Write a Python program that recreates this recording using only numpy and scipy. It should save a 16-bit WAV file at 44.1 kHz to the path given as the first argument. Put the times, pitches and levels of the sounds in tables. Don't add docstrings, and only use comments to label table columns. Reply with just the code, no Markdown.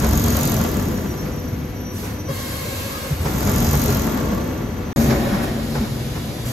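import sys
import numpy as np
from scipy import signal
from scipy.fft import rfft, irfft, next_fast_len
from scipy.io import wavfile
from scipy.ndimage import uniform_filter1d, map_coordinates

SR = 44100
rng = np.random.default_rng(int(sys.argv[2]) if len(sys.argv) > 2 else 0)


def pcm_store(signal):
    levels = np.round(np.clip(np.atleast_2d(signal), -1, 1) * 32767)
    wavfile.write(sys.argv[1], SR, levels.astype(np.int16).T)


N = 287532
TIME = np.arange(N) / SR
GAP_START_S, GAP_END_S = 4.93, 4.961
TOP_SPEED, IDLE_SPEED = 46.9, 14
DRIVEN_S = .71


def amp(db):
    return 10 ** (np.asarray(db) / 20)


def unit(x):
    return x / np.sqrt(np.mean(x ** 2) + 1e-20)


def along(points, hz):
    f, values = np.transpose(points)
    return np.interp(np.log(hz + 1), np.log(f + 1), values)


def wobble(rate):
    return map_coordinates(rng.standard_normal(int(N * rate / SR) + 4), [TIME * rate], order=2)


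def phase_of(hz):
    return 2 * np.pi * np.cumsum(hz) / SR


def filtered(x, response):
    size = next_fast_len(N + SR // 4)
    return irfft(rfft(x, size) * response(np.fft.rfftfreq(size, 1 / SR)), size)[..., :N]


def coloured(x, spectrum):
    return unit(filtered(x, lambda hz: amp(along(spectrum, hz))))


def ringing(modes, f):
    return sum(amp(db) * 1j * f * width / (hz * hz - f * f + 1j * f * width) for hz, width, db in modes)


def diffuse(pair, spectrum):
    # f/Hz, correlation
    likeness = [(60, 0.98), (130, 0.94), (250, 0.98), (400, 0.72), (700, 0.18), (3000, 0.4), (15000, 0.084)]
    spread = lambda hz: np.arccos(np.clip(along(likeness, hz), -1, 1)) / 2
    response = lambda hz: amp(along(spectrum, hz)) * [np.cos(spread(hz)), np.sin(spread(hz))]
    mid, side = filtered(pair, response)
    return unit(np.array([mid + side, mid - side]))


def factory(hall_db=-32):
    # f/Hz, level/dB
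    tones = [(99, -38), (247.6, -44.5), (298, -43.5), (495.3, -44.5), (990.5, -55), (1733, -66),
             (1986, -61), (2234, -59), (2729, -64.5)]
    # f/Hz, relative level/dB
    room_tone = [(20, -51), (45, -0.5), (100, 3), (250, -4.5), (550, -10.5), (1000, -17), (2000, -20.5),
                 (4000, -28.5), (6500, -31.5), (8500, -49.5), (12000, -30.5), (15500, -72)]
    hum = sum(amp(db + 2.66 * wobble(9.8)) * np.sin(2 * np.pi * hz * TIME + 0.74 * wobble(12))
              for hz, db in tones)
    murmur = amp(hall_db) * diffuse(rng.standard_normal((2, N)), room_tone)
    return (np.sqrt(2) * hum + murmur) * amp([[.6], [-.6]])


def stroke():
    # t/s, time already run/s, scrape level/dB, scrape's speed exponent,
    # rattle level/dB, rattle linger/s, rattle's speed exponent, rattle floor/dB
    strokes = [(0, 0.26, -28, 3.3, -25, 0.21, 2.97, -43.5),
               (3.17, 0.017, -28.5, 4.2, -24.5, 0.26, 2.5, -34),
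               (4.95, 0.61, -30, 7, -25.5, .33, 4.8, -38.5)]
    rows = np.array(strokes)
    start, already_run, *settings = rows[np.searchsorted(rows[1:, 0], TIME)].T
    return TIME - start + already_run, *settings


def drive_speed(linger_s=0, spin_up_s=.09, half_speed_s=1.1):
    age = np.maximum(stroke()[0], 0)
    spin_up = 1 - np.exp(-age / spin_up_s)
    coasting_s = np.maximum(age - DRIVEN_S - linger_s, 0)
    return np.maximum(TOP_SPEED * spin_up / (1 + coasting_s / half_speed_s), IDLE_SPEED)


def speed_db(speed):
    return 20 * np.log10(speed / TOP_SPEED)


def frame(spectrum, base_db, gear_db, drone_db, base_exponent, drone_exponent, heave_db, critical_db):
    # multiple of drive speed, relative level/dB
    gear_orders = [(1, -4), (1.5, -0.5), (2, -1.5), (3, -2), (5, -3), (9, -14.5)]
    split_hz, crest_s, heave_period_s = 165, 0.44, 0.36
    critical_speed, critical_width = 33.5, 8
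    age, speed = stroke()[0], drive_speed()
    shake = diffuse(rng.standard_normal((2, N)), spectrum)
    base = filtered(shake, lambda f: 1 / (1 + (f / split_hz) ** 8))
    shaft = phase_of(speed)
    gears = unit(sum(amp(db + 2.5 * wobble(8.2)) * np.sin(order * shaft + 0.4 * wobble(7))
                     for order, db in gear_orders))
    rumble = amp(base_db) * unit(base) + amp(gear_db) * (speed / speed.max()) ** 3 * gears
    heave = np.cos(2 * np.pi * (age - crest_s) / heave_period_s) * (speed > TOP_SPEED / 2)
    rumble *= amp(base_exponent * speed_db(speed) + heave_db * heave)
    resonance = np.exp(-((speed - critical_speed) / critical_width) ** 2) * (age > DRIVEN_S)
    drone = amp(drone_db + drone_exponent * speed_db(speed) + critical_db * resonance) * unit(shake - base)
    return rumble * amp([[.4], [-.4]]) + drone * amp([[1.3], [-1.3]])


def sheet_metal(t60, ring_db=-5):
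    noise = rng.standard_normal((2, N))
    t = np.arange(SR // 8) / SR
    ring = rng.standard_normal((2, len(t))) * amp(-60 * t / t60)
    return noise + amp(ring_db) * unit(signal.fftconvolve(noise, ring, axes=1)[:, :N])


def rattle(spectrum, modes, trim_db, knock_db, knocks_per_s=110, decay_s=0.0058):
    *_, top_db, linger_s, exponent, floor_db = stroke()
    level_db = np.maximum(top_db + exponent * speed_db(drive_speed(linger_s)), floor_db)
    level_db += trim_db + 0.32 * wobble(14)
    knocks = (rng.random(N) < knocks_per_s / SR) * amp(0.53 * rng.standard_normal(N))
    bursts = unit(signal.lfilter([1], [1, -np.exp(-1 / (decay_s * SR))], knocks))
    clatter = np.hypot(1, amp(knock_db) * bursts) * sheet_metal(t60=0.25)
    panels = filtered(clatter, lambda f: 1 + ringing(modes, f))
    return amp(level_db) * diffuse(panels, spectrum) * amp([[.3], [-.3]])


def machine_far():
    # f/Hz, relative level/dB
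    rumble_eq = [(24, -41), (40, 3), (54, -1), (75, 7), (98, 4), (118, 0.5), (150, 1), (183, -2.5),
                 (222, -1), (257, -4.5), (338, -8.5), (388, -12), (422, -12.5), (464, -20), (500, -13),
                 (650, -28.5), (1100, -120)]
    # f/Hz, relative level/dB
    rattle_eq = [(280, -34), (420, 2.5), (480, -1.5), (560, 1.5), (720, -3.5), (870, -4.5), (1130, -6),
                 (1450, -9.5), (1750, -9.5), (2400, -16.5), (4000, -20.5), (8000, -25), (15000, -127)]
    # f/Hz, width/Hz, level/dB over the rattle
    panel_modes = [(723, 27, -0.5), (1095, 29, 1), (1156, 23, -1.5), (1243, 18, -6), (1410, 15, 3.5),
                   (1757, 59, -8)]
    body = frame(rumble_eq, base_db=-24, gear_db=-22, drone_db=-24.8,
                 base_exponent=1.36, drone_exponent=1.42, heave_db=1.38, critical_db=4.5)
    return body + rattle(rattle_eq, panel_modes, trim_db=-2.5, knock_db=-5)


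def scrape(burst_s=0.0029, far_catch_db=11.5, near_catch_db=2, build_db_per_s=5.5):
    # f/Hz, width/Hz, relative level/dB
    steel_modes = [(6660, 194, -3), (10040, 460, -9), (11690, 60, -4), (12050, 163, 0), (13100, 900, -11)]
    # f/Hz, relative level/dB
    hiss_eq = [(800, -31), (2800, -12.5), (4300, -12), (5500, -10.5), (11000, -15), (15500, -34)]
    age, top_db, exponent, *_ = stroke()
    speed = drive_speed()
    level_db = top_db + exponent * speed_db(speed) - build_db_per_s * np.maximum(DRIVEN_S - age, 0)
    turns = np.cumsum(speed) / SR
    burst_age = turns % 1 / speed / burst_s
    scatter_db = 1.7 * rng.standard_normal(512)
    catch_db = np.where(TIME < GAP_START_S, far_catch_db, near_catch_db) + scatter_db[turns.astype(int)]
    burst = (2 * burst_age * np.exp(1 - 2 * burst_age)) ** 2
    catch = amp(catch_db) * speed / TOP_SPEED * burst
    friction = np.hypot(1, catch) * amp(0.56 * wobble(1500)) * rng.standard_normal(N)
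    steel = filtered(friction, lambda f: np.hypot(abs(ringing(steel_modes, f)), amp(along(hiss_eq, f))))
    return amp(level_db) * unit(steel)


def hall_tail():
    # f/Hz, t60/s
    decay = [(200, 0.81), (3000, 0.34), (12000, 0.015)]
    hz, t, noise = signal.stft(rng.standard_normal((2, SR // 3)), SR, nperseg=256)
    t60 = along(decay, hz)[:, None]
    tail = signal.istft(noise * amp(-60 * t / t60) / np.sqrt(t60), SR, nperseg=256)[1]
    return tail / np.linalg.norm(tail[0])


def in_hall(x, block=16384, left_lead_s=.000163):
    # f/Hz, share of power that comes off the walls
    wet_mix = [(300, 0.7), (3000, 1), (5000, 0.8), (6500, 0.31), (9000, 0.0037), (15000, 0.046)]
    wet = np.zeros((2, N + SR))
    for start in range(0, N, block):
        echo = signal.fftconvolve(x[None, start:start + block], hall_tail(), axes=1)
        wet[:, start:start + echo.shape[1]] += echo
    share = lambda f: np.clip(along(wet_mix, f), .01, .99)
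    lead = lambda f: np.exp(1j * np.pi * f * left_lead_s * np.array([[1], [-1]]))
    direct = filtered(x, lambda f: np.sqrt(1 - share(f)) * lead(f))
    return direct + filtered(wet[:, :N], lambda f: np.sqrt(share(f)))


def servo_whine(start_hz=5828, creep_hz_per_s=27, beat_hz=17, second_gain=.8, skew_rad=0.73):
    # t/s, note level/dB, octave level/dB
    faders = [(0, -52, -53), (.85, -50.5, -53), (1.15, -44.5, -50), (1.45, -47, -50), (1.73, -53.5, -53),
              (1.83, -45, -49), (2.03, -47, -51), (2.12, -51, -55), (2.22, -42.5, -50), (2.6, -51, -54),
              (4.4, -48.5, -51), (4.9, -52.5, -55)]
    times, *levels = np.transpose(faders)
    phase = phase_of(start_hz + creep_hz_per_s * TIME + 9 * wobble(4) + 6 * wobble(120))
    whine = 0
    for k, db in enumerate(levels, 1):
        beat = phase_of(beat_hz * (1 + .6 * wobble(12)))
        stereo_phase = k * phase + skew_rad * np.array([[1], [-1]]) * (k == 1)
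        gain = amp(np.interp(TIME, times, db) + 2.4 * wobble(55))
        whine += gain * (np.sin(stereo_phase) + second_gain * np.sin(stereo_phase + beat))
    return (TIME < GAP_START_S) * whine


def cylinder_stops(swell_s=0.015, sag_s=0.068, ring_hz=412, ring_t60=0.12):
    # t/s, thump f/Hz, thump level/dB, clack level/dB, clack attack/s, ring level/dB
    hits = [(.028, 86, -35, -23.5, 0.015, -18), (.36, 71, -22, -28.5, 0.027, -40),
            (0.521, 108, -17.5, -44, 0.0083, -38), (0.595, 254.6, -16.5, -28, 0.012, -44),
            (.775, 215, -28, -40, .01, -43), (1.235, 225, -26, -35.5, 0.031, -45),
            (1.521, 113, -19, -58, .01, -50), (1.941, 107, -25, -50, .01, -50),
            (2.021, 84, -27, -35.5, 0.039, -27), (2.288, 160, -19, -42, .01, -28),
            (3.104, 162, -13.5, -39, 0.011, -42), (3.118, 84, -17, -39, 0.014, -50),
            (3.196, 91, -15, -35, .01, -45), (3.245, 167, -16.5, -25, 0.019, -21.5),
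            (3.462, 242.4, -14, -29.5, 0.016, -21), (3.732, 159, -15.5, -23.5, 0.0097, -28),
            (3.88, 151, -28, -47, 0.011, -16.5), (4.272, 73, -18, -38, 0.0074, -42),
            (4.311, 233, -15, -37, 0.0091, -30), (5.095, 133, -35, -21, 0.015, -17.5),
            (5.325, 228, -14.5, -29, 0.017, -32), (5.746, 166.5, -22, -26, 0.014, -28),
            (5.78, 80, -18.5, -42, .01, -38), (5.805, 255, -14, -34, 0.03, -25.5),
            (6.149, 200, -29, -32, 0.015, -44), (6.458, 148, -19.5, -46, .01, -45)]
    # f/Hz, relative level/dB
    clack_eq = [(300, -6.5), (500, 8), (1000, 3), (1700, -2), (2300, -6), (2750, -14.5), (6000, -10.5),
                (9000, -45), (15000, -50)]
    thump, clack, ring = np.zeros((3, N))
    for start, hz, thump_db, clack_db, attack_s, ring_db in hits:
        age = np.maximum(TIME - start, 0)
        swell = (age / swell_s * np.exp(1 - age / swell_s)) ** 2
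        sagging_hz = hz * (age > 0) * (1 + np.exp(-age / sag_s)) / 2
        thump += amp(thump_db) * swell * np.sin(phase_of(sagging_hz))
        clack += amp(clack_db) * age / attack_s * np.exp(1 - age / attack_s)
        ring_envelope = amp(ring_db - 60 * age / ring_t60) * 2 * (1 - np.exp(-age / swell_s))
        ring += ring_envelope * np.sin(2 * np.pi * ring_hz * age)
    return thump + ring + clack * diffuse(sheet_metal(t60=0.15), clack_eq)


def shudder(at_s=0.355, width_s=0.039, hz=69, db=-17.5):
    swell = np.exp(-((stroke()[0] - at_s) / width_s) ** 2)
    return amp(db) * swell * np.sin(2 * np.pi * hz * TIME + 0.43 * wobble(16))


def compressed_air(leak_db=-37):
    # t/s, attack/s, hold/s, t60/s, level/dB
    puffs = [(1.915, 0.038, 0.14, 0.72, -35.5), (2.263, 0.08, 0.84, 1.3, -32),
             (3.202, 0.015, 0.044, 3.2, -33), (5.41, 0.023, 0.033, 0.23, -35),
             (6.449, .015, .1, 0.27, -32.5)]
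    # f/Hz, relative level/dB
    puff_eq = [(600, 2.5), (2000, 5), (4000, 3.5), (6500, 1.5), (8300, 2.5), (11000, 2.5), (13000, 2),
               (15500, -2.5)]
    # f/Hz, relative level/dB
    leak_eq = [(800, -34), (2200, -6), (3600, 1.5), (6500, -4.5), (9000, -7.5), (10000, -2.5), (12000, -7),
               (14300, -8), (15500, -29)]
    power = 0
    for start, attack_s, hold_s, t60, db in puffs:
        opening = np.clip((TIME - start) / attack_s, 0, 1)
        power += (opening * amp(db - 60 * np.maximum(TIME - start - hold_s, 0) / t60)) ** 2
    vents = np.sqrt(power) * coloured(rng.standard_normal(N), puff_eq)
    leak = amp(leak_db) * (TIME > GAP_START_S) * coloured(rng.standard_normal(N), leak_eq)
    return (vents + leak) * amp(wobble(6.8))


def feed_motor(on_s=2.275, off_s=3.075, hz=543, db=-33.5, attack_s=.015, t60=.5, blur_rad=1.1):
    # f/Hz, relative level/dB
    buzz_eq = [(540, 5), (1080, 1), (1620, -2.5), (2160, -2), (2700, -14), (3250, -8), (3800, -9.5),
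               (4330, -5), (4860, -6.5)]
    age = np.maximum(TIME - on_s, 0)
    envelope = np.minimum(age / attack_s, 1) * amp(db - 60 * np.maximum(TIME - off_s, 0) / t60)
    kick_db = 7 * np.exp(-((age - .025) / .03) ** 2)
    phase = phase_of(hz * (1 + .016 * wobble(120) + .009 * wobble(14)))
    buzz = np.zeros((2, N))
    for side in buzz:
        for k in range(1, 10):
            side += amp(kick_db * (k <= 2) + 3 * wobble(30)) * np.sin(k * phase + blur_rad * wobble(110))
    return envelope * diffuse(buzz, buzz_eq)


def squeaks():
    # t/s, length/s, f/Hz, level/dB, phase blur/rad
    cues = [(2.895, 0.097, 1243, -29, 0.22), (3.27, 0.2, 14170, -39, 3.2), (4.045, 0.41, 1122, -33.5, 2.2),
            (4.098, 0.49, 558.4, -28.5, 1.46)]
    sound = 0
    for start, length, hz, db, blur in cues:
        swell = np.sin(np.pi * np.clip((TIME - start) / length, 0, 1))
        sound += amp(db) * swell * np.sin(2 * np.pi * hz * TIME + blur * wobble(90))
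    return sound


def machine_near():
    # f/Hz, relative level/dB
    rumble_eq = [(24, -34), (40, -6), (59, -0.5), (75, -9), (92, -11), (129, 4.5), (177, -7.5),
                 (193, -15.5), (226, 4.5), (239, -4), (265, -9), (324, -10), (364, -11), (413, -16),
                 (500, -22), (650, -36), (1100, -120)]
    # f/Hz, relative level/dB
    rattle_eq = [(280, -37), (380, 3.5), (480, -4.5), (570, -1.5), (750, 1), (900, -6), (1200, -7.5),
                 (1500, -11), (1850, -9.5), (2600, -17.5), (4000, -23), (8000, -50), (15000, -60)]
    # f/Hz, width/Hz, level/dB over the rattle
    panel_modes = [(559, 25, 4), (1100, 64, -3), (1485, 76, -2), (1770, 130, -6), (2160, 58, -1)]
    body = frame(rumble_eq, base_db=-26.5, gear_db=-23, drone_db=-19.5,
                 base_exponent=0.66, drone_exponent=2.09, heave_db=0.56, critical_db=0)
    return body + rattle(rattle_eq, panel_modes, trim_db=0, knock_db=-7)


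def scene():
    machine = np.where(TIME < GAP_START_S, machine_far(), machine_near())
    bright = in_hall(scrape() + compressed_air() + squeaks()) * amp([[-.3], [.3]])
    return machine + bright + feed_motor() + shudder() + cylinder_stops() + servo_whine() + factory()


def record(dry, low_cut_hz=38, high_cut_hz=15780):
    gate = uniform_filter1d(((TIME < GAP_START_S) | (TIME > GAP_END_S)) * 1., size=64)
    lean = filtered(dry, lambda hz: (hz / low_cut_hz) ** 4 / np.hypot(1, (hz / low_cut_hz) ** 4))
    return filtered(lean * gate, lambda hz: hz < high_cut_hz)


dry = scene()
out = record(dry)
pcm_store(out)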